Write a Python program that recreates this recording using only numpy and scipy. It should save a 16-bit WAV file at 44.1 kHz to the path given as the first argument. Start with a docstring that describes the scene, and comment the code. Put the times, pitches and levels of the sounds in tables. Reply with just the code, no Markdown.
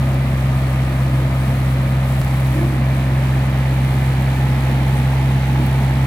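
"""Between rows of shrubs, a four-cylinder diesel tractor creeps towards a phone, towing a sweeping collector.
Firings excite exhaust resonances and knock on block, bonnet, cab and head; filtered noise is the roar.
Shaken panels drone, a hiss of grains is dry litter, snaps are decaying noise; a pump whines, a bearing chirps.
The two microphone ports colour the sound differently, and the phone loses one buffer of it."""
import sys
import numpy as np
from scipy import signal
from scipy.fft import rfft, irfft
from scipy.io import wavfile
from scipy.ndimage import uniform_filter1d

SR = 44100
rng = np.random.default_rng(int(sys.argv[2]) if len(sys.argv) > 2 else 0)


def output_pcm(signal):
    """Save a mono or channel-first signal as 16-bit PCM at the path in sys.argv[1].

    Samples are clipped to [-1, 1] before scaling.
    """
    pcm = np.clip(np.atleast_2d(signal).T, -1, 1) * 32767
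    wavfile.write(sys.argv[1], SR, np.round(pcm).astype(np.int16))


def voltage_ratio(decibels):
    """Convert decibels (scalar or array-like) to amplitude ratios, 20 dB per decade."""
    exponent = np.asarray(decibels, float) / 20
    return 10 ** exponent


N = 267246

# litter thrown about by the brushes, spectrum before gain: (f/Hz, density level/dB per Hz)
LITTER_SPECTRUM = [(3000, -87.5), (6500, -84), (8000, -82), (9000, -79), (10500, -83), (12500, -82.5),
                   (14000, -84.5), (15700, -89)]
# branches brushing the machine: (t/s, swell level/dB, length/s)
RUSTLES = [(1.647, 2, 0.27), (2.17, 3, 0.21), (2.453, 3, 0.11), (4.1, 2, .22), (4.75, 0, .3),
           (5.645, 0, 0.044)]
# twigs and dry pods snapping: (t/s, burst level before filtering/dB)
SNAPS = [(0.144, -32), (2.0936, -33), (2.1654, -33), (2.2019, -32), (2.2468, -29), (2.4029, -31),
         (2.4684, -29), (4.2084, -31), (4.2224, -31), (4.7144, -30), (5.6614, -27.5)]
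# a dry bearing chirps: (t/s, peak level/dB, length/s)
CHIRPS = [(1.406, -41, .015), (2.204, -45, .012), (2.407, -43, .012), (3.592, -42, 0.016),
          (4.98, -37.5, .02)]
# drone of the collector's frame and hopper, before the common gain:
# (f/Hz, width/Hz, far level/dB, near level/dB)
FRAME_MODES = [(232.8, 10.7, -37.5, -37), (306.7, 8.3, -40.5, -40.5), (341.3, 17.4, -41.5, -42),
               (563, 12.4, -41, -44), (650, 23, -50, -46), (850, 56, -53, -40), (2319, 36, -55, -54.5)]
# ruts that jolt the frame: (t/s, rise in level/dB, length/s)
JOLTS = [(2.61, 9.5, 0.05), (2.78, 5.5, 0.082), (5.596, 8, 0.088)]
# fans, brushes and tyres, dull far off and fuller close by, before the common gain:
# (f/Hz, far density level/dB per Hz, near density level/dB per Hz)
ROAR_SPECTRUM = [(30, -81, -74), (49.7, -59, -63), (92.5, -50, -49.5), (144, -46, -46.5), (179, -54, -54),
                 (228, -52, -49.5), (319, -59.5, -58), (420, -63.5, -58.5), (610, -57, -58.5),
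                 (860, -64, -61), (1120, -62.5, -64), (1530, -66.5, -65), (2490, -71, -69),
                 (3120, -74, -71.5), (4800, -80.5, -78), (6500, -84, -80.5), (16000, -93.5, -89.5)]
# cylinder head resonances: (f/Hz, width/Hz, relative level/dB)
HEAD_MODES = [(1731, 150, 4), (2090, 160, 0.5), (2296, 143, -1.5)]
# blows in one engine cycle: (crank angle/degrees, relative level on block/dB, on bonnet/dB, on cab/dB)
BLOWS = [(58, 0, -12, -16), (238, -1, -7, -14), (418, -2, -16, -7), (598, 0, -14, -16), (102, -8, -4, 2),
         (175, -9, -5, -6), (325, -9, -6, -8), (482, -8, -14, -16), (550, -9, -9, -16), (632, -8, -14, -2),
         (685, -9, 1, -12)]
# resonances of the three struck surfaces: (f/Hz, width/Hz, relative level/dB)
BLOCK_MODES = [(984, 85, 7), (1269, 68, 21.5), (1680, 97, 14), (1890, 270, 10), (2230, 88, 0.5),
               (3400, 400, -18)]
BONNET_MODES = [(523, 37, -0.57), (707, 99, -0.43)]
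CAB_MODES = [(849, 82, 0)]
# firing rate: (t/s, f/Hz)
FIRING_RATE = [(0, 65.75), (.4, 65.6), (.7, 65.36), (1.8, 65.36), (2.2, 65.62), (3.9, 65.8), (6.06, 66.15)]
# relative strength of the four cylinders in firing order: (level/dB)
CYLINDER_DB = [.6, -2.2, -.6, 2.2]
# exhaust resonances: (f/Hz, width/Hz, relative level/dB, polarity, share of firing unevenness passed on)
PIPE_MODES = [(67.3, 15, -5, -1, .25), (131.8, 14, 0, -1, 1), (210.8, 15, -9.6, -1, .25),
              (240, 22.8, -1.7, 1, .25)]
# right port against the left: (f/Hz, relative level/dB, likeness 0-1, lag/rad)
RIGHT_PORT = [(60, -.1, 1, .07), (141, 0.3, .997, 0.06), (307, 1, 0.96, 0.38), (457, -2, 0.9, .8),
              (566, -4.5, .95, 0.24), (813, 1.8, 0.86, 0), (1140, -0.5, 0.36, 1.1), (1500, -3, 0.55, .1),
              (1890, 5, 0.43, .4), (2400, 4, 0.65, 1.6), (3070, 1.4, 0.13, 2.8), (4140, 2.4, 0.2, 6.2),
              (4870, -4.5, 0.15, 7), (5560, -38, 0.1, 8), (8450, -38, 0.1, 8), (9800, -4.5, 0, 8),
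              (11700, 0, 0, 8), (13000, -3.5, 0, 8)]

# the lost buffer (s; samples); the machines run in for some samples before the start
LOST_AT_S, LOST = 2.216, 1024
RUN_IN = 8192
M = N + LOST + RUN_IN
HZ = np.maximum(np.fft.rfftfreq(M, 1 / SR), 1)

# the tractor clears the shrubs and comes abreast between these times
CLEARS_S, ABREAST_S = 2.29, 5.13
# it drifts to the right as it nears: extra gain of the right port
PAN_FAR_DB, PAN_NEAR_DB = -0.96, -0.2
BOOM_FAR_DB, BOOM_NEAR_DB = -16, -15.6
# common gain of roar, frame, knock and rattle
MACHINE_FAR_DB, MACHINE_NEAR_DB = -0.04, -0.8

LITTER_DB = -1.5
# small cracks shed at the rustles, before filtering
CRACKLE_DB, CRACKLE_SCATTER_DB = -41.5, 3
# the pump whine carries from afar, then sinks behind the bonnet
WHINE_HZ, CHIRP_HZ = 1229, 8980
WHINE_DB, WHINE_HIDDEN_DB, WHINE_SINKS_S, WHINE_SINK_LENGTH_S = -41.5, -49.5, 2.1, .15
BIG_PANEL_HZ = 400  # panels below this are jolted
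HEAD_DEG = 50  # crank angle of the head's crack after each firing
HEAD_FAR_DB, HEAD_NEAR_DB = -49, -42.5  # before the common gain
# the bare side of the engine turns towards the phone, then the front wheel partly screens it
FLANK_FROM_S, FLANK_BY_S = 1.6, 3.3
SCREEN_FROM_S, SCREEN_BY_S, SCREENED = 4.5, 5.2, 0.57
# surface levels before the treble cut and the common gain
BLOCK_DB, BONNET_DB, BLOW_SCATTER_DB = -41.5, -39.5, 1.5
CAB_FAR_DB, CAB_NEAR_DB = -49, -40.5
KNOCK_TOP_HZ, PIPE_TOP_HZ, TOP_HZ = 3500, 290, 15800
FIRING_SCATTER_DB = 0.66  # before each resonance takes its share


def level(x, db):
    """Root-mean-square normalisation: scale to an rms level."""
    return x * voltage_ratio(db) / np.sqrt(np.mean(x ** 2))


def over_hz(table, column):
    """Linear interpolation of one column on a log-frequency axis."""
    rows = np.array(table, float)
    return np.interp(np.log(HZ), np.log(rows[:, 0]), rows[:, column])


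def noise(table, column):
    """Spectral shaping of two independent white noises to a density in dB per Hz."""
    white = rfft(rng.standard_normal((2, M)))
    return irfft(white * voltage_ratio(over_hz(table, column)) * np.sqrt(SR / 2), M)


def ring(x, hz, width):
    """Damped oscillator: two-pole resonance of gain 1 at the centre."""
    return signal.lfilter(*signal.iirpeak(hz, hz / width, SR), x)


def clicks(times, sizes):
    """Impulsive excitation, shared between the two nearest samples; none past the end."""
    at = np.clip(np.asarray(times) * SR + RUN_IN, 0, M - 2)
    left = at.astype(int)
    sizes = sizes * (at < M - 2)
    out = np.zeros(M)
    np.add.at(out, left, sizes * (1 - at + left))
    np.add.at(out, left + 1, sizes * (at - left))
    return out


def walk(rate):
    """Slow random modulation: levels held 1 / rate s, smoothed twice; spread near 1."""
    k = int(SR / rate)
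    held = np.repeat(rng.standard_normal(M // k + 1), k)
    return 1.31 * uniform_filter1d(uniform_filter1d(held, k), k)[:M]


def ramp(t, start, end):
    """Smooth transition from 0 to 1 between two times."""
    u = np.clip((t - start) / (end - start), 0, 1)
    return u * u * (3 - 2 * u)


def swells(t, rows):
    """Superposition of bell-shaped rises in dB."""
    return sum(db * np.exp(-((t - s) / length) ** 2) for s, db, length in rows)


def litter():
    """Granular noise: many fine impacts of uneven size fuse into a flickering hiss."""
    sizes = voltage_ratio(1.77 * rng.exponential(size=M // 16 + 1))
    grain = uniform_filter1d(sizes.repeat(16), 24)[:M]
    flicker_db = 1.1 * walk(16) + 0.6 * walk(7)
    return noise(LITTER_SPECTRUM, 1) * level(grain, 0) * voltage_ratio(flicker_db)


def snaps():
    """Brittle fracture: sudden bright noise with a decaying splinter tail; small cracks round each rustle."""
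    centre, swell_db, length = np.transpose(RUSTLES)[:, :, None]
    chance = rng.standard_normal((len(RUSTLES), 5, 2))  # five small cracks each: time, level
    times, db = np.transpose(SNAPS)
    times = np.append(times, centre + 0.76 * length * chance[..., 0])
    db = np.append(db, CRACKLE_DB + swell_db + CRACKLE_SCATTER_DB * chance[..., 1])
    times = times + LOST / SR * (times > LOST_AT_S)  # make room for the lost buffer
    age = np.arange(1200) / SR
    tail = np.exp(-age / 0.00093) + 0.27 * np.exp(-age / .008)
    envelope = signal.fftconvolve(clicks(times, voltage_ratio(db)), tail)[:M]
    bursts = 1.45 * envelope * rng.standard_normal((2, M))
    return signal.sosfilt(signal.butter(2, 8500, "high", fs=SR, output="sos"), bursts)


def squeals(t, whine_db):
    """Frequency-modulated sines: a wavering pump whine and brief high bearing chirps."""
    whine_phase = 2 * np.pi * np.cumsum(WHINE_HZ + 6 * walk(15)) / SR
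    whine = voltage_ratio(whine_db + 1.5 * walk(18)) * np.sin(whine_phase)
    swell = sum(voltage_ratio(db) * np.exp(-2 * ((t - s) / length) ** 2) for s, db, length in CHIRPS)
    chirp_phase = 2 * np.pi * np.cumsum(CHIRP_HZ + 60 * walk(170)) / SR
    return whine + swell * np.sin(chirp_phase)


def frame(t, near):
    """Modal response to random shaking: narrow panel resonances drone; ruts jolt the big low panels."""
    shake = rng.standard_normal(M)
    jolt_db = swells(t, JOLTS)
    out = 0
    for hz, width, far_db, near_db in FRAME_MODES:
        drone = ring(ring(shake, hz, width), hz, 2 * width)
        db = far_db + near * (near_db - far_db) + jolt_db * (hz < BIG_PANEL_HZ)
        out = out + level(drone, db)
    return out


def roar(turn, near):
    """Broadband flow and friction noise: fills out as it nears; its treble is modulated at the firing rate."""
    breath = 0.21 * np.cos(2 * np.pi * (turn - .85))
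    # power crossfade from the far to the near spectrum
    blend = np.sqrt(1 - near) * noise(ROAR_SPECTRUM, 1) + np.sqrt(near) * noise(ROAR_SPECTRUM, 2)
    treble = signal.sosfilt(signal.butter(2, 1500, "high", fs=SR, output="sos"), blend)
    return (blend + breath * treble) * voltage_ratio(0.16 * walk(3.15))


def rattle(when, flank):
    """Impulse response of the head: each combustion cracks in it, clearer once the engine's flank shows."""
    firing = np.arange(-8, 412)
    jitter, size = rng.standard_normal((len(firing), 2)).T
    times = when(firing + (HEAD_DEG + .4 * jitter) / 180)  # one firing per 180 crank degrees
    cracks = clicks(times, voltage_ratio(2 * size))
    rings = sum(voltage_ratio(g) * ring(ring(cracks, hz, width), hz, 4 * width) for hz, width, g in HEAD_MODES)
    return level(rings, HEAD_FAR_DB + flank * (HEAD_NEAR_DB - HEAD_FAR_DB))


def knock(when, near):
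    """Periodic impact excitation: combustion and valves strike three surfaces at fixed crank angles."""
    degrees, *strengths = np.transpose(BLOWS)
    # four firings make one engine cycle
    times = when(4 * np.arange(-2, 103)[:, None] + degrees / 180).ravel()
    scatter_db = BLOW_SCATTER_DB * rng.standard_normal((len(times) // len(BLOWS), len(BLOWS)))
    cab_db = CAB_FAR_DB + near * (CAB_NEAR_DB - CAB_FAR_DB)
    surfaces = (BLOCK_MODES, BONNET_MODES, CAB_MODES)
    surface_db = (BLOCK_DB + 2 * near, BONNET_DB, cab_db)
    out = 0
    for modes, blow_db, db in zip(surfaces, strengths, surface_db):
        blows = clicks(times, voltage_ratio(blow_db + scatter_db).ravel())
        rings = 0
        for k, (hz, width, g) in enumerate(modes):
            # every other mode is inverted in the second signal
            polarity = np.array([[1], [(-1) ** k]])
            rings = rings + voltage_ratio(g) * ring(blows, hz, width) * polarity
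        out = out + level(rings, db)
    return signal.sosfilt(signal.butter(2, KNOCK_TOP_HZ, fs=SR, output="sos"), out)


def exhaust(when):
    """Pipe resonance under pulsed flow: uneven firings ring the pipe; the silencer is a low-pass."""
    firing = np.arange(-8, 412)
    db = np.array(CYLINDER_DB)[firing % 4] + FIRING_SCATTER_DB * rng.standard_normal(len(firing))
    times = when(firing)
    pipe = 0
    for hz, width, g, sign, share in PIPE_MODES:
        pulses = clicks(times, voltage_ratio(share * db))
        pipe = pipe + sign * voltage_ratio(g) / width * ring(pulses, hz, width)
    return level(signal.sosfilt(signal.butter(2, PIPE_TOP_HZ, fs=SR, output="sos"), pipe), 0)


def ports(left, other, t):
    """Partial coherence: the right port shares a lagged part of the left, the rest is a second signal."""
    like = np.clip(over_hz(RIGHT_PORT, 2), 0, 1)
    same = like * np.exp(-1j * over_hz(RIGHT_PORT, 3)) * rfft(left)
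    rest = np.sqrt(1 - like ** 2) * rfft(other)
    right = irfft(voltage_ratio(over_hz(RIGHT_PORT, 1)) * (same + rest), M)
    drift = np.clip(t, 0, ABREAST_S) / ABREAST_S
    return np.array([left, right * voltage_ratio(PAN_FAR_DB + drift * (PAN_NEAR_DB - PAN_FAR_DB))])


def scene():
    """Superposition of all sources at the two ports; one buffer never arrives."""
    clock = (np.arange(M) - RUN_IN) / SR
    # time as heard stands still during the lost buffer
    t = clock - np.clip(clock - LOST_AT_S, 0, LOST / SR)
    # turn counts firings; two of the engine cycle are past at the start
    turn = np.cumsum(np.interp(t, *np.transpose(FIRING_RATE))) / SR
    turn = 2.0 + turn - turn[RUN_IN]
    when = lambda firing: np.interp(firing, turn, clock)

    near = ramp(t, CLEARS_S, ABREAST_S)
    flank = ramp(t, FLANK_FROM_S, FLANK_BY_S) - SCREENED * ramp(t, SCREEN_FROM_S, SCREEN_BY_S)
    boom_db = BOOM_FAR_DB + near * (BOOM_NEAR_DB - BOOM_FAR_DB)
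    machine_db = MACHINE_FAR_DB + near * (MACHINE_NEAR_DB - MACHINE_FAR_DB)
    sink = ramp(t, WHINE_SINKS_S, WHINE_SINKS_S + WHINE_SINK_LENGTH_S)
    whine_db = WHINE_DB + sink * (WHINE_HIDDEN_DB - WHINE_DB)

    debris = voltage_ratio(LITTER_DB + swells(t, RUSTLES)) * litter() + snaps()
    machine = frame(t, near) + roar(turn, near) + rattle(when, flank) + knock(when, near)
    boom = voltage_ratio(boom_db) * exhaust(when)
    left, other = debris + squeals(t, whine_db) + voltage_ratio(machine_db) * machine + boom

    heard = ports(left, other, t)[:, RUN_IN:]
    cut = int(LOST_AT_S * SR)
    return np.delete(heard, np.s_[cut:cut + LOST], axis=1)


def top_cut(x):
    """Nothing passes above the cut-off."""
    return signal.sosfilt(signal.butter(12, 16060, fs=SR, output="sos"), x)


def record(dry):
    """Band limitation: the phone cuts the top with a steep low-pass."""
    cut = signal.sosfilt(signal.ellip(8, .2, 70, TOP_HZ, fs=SR, output="sos"), dry)
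    return top_cut(cut)


dry = scene()
out = record(dry)
output_pcm(out)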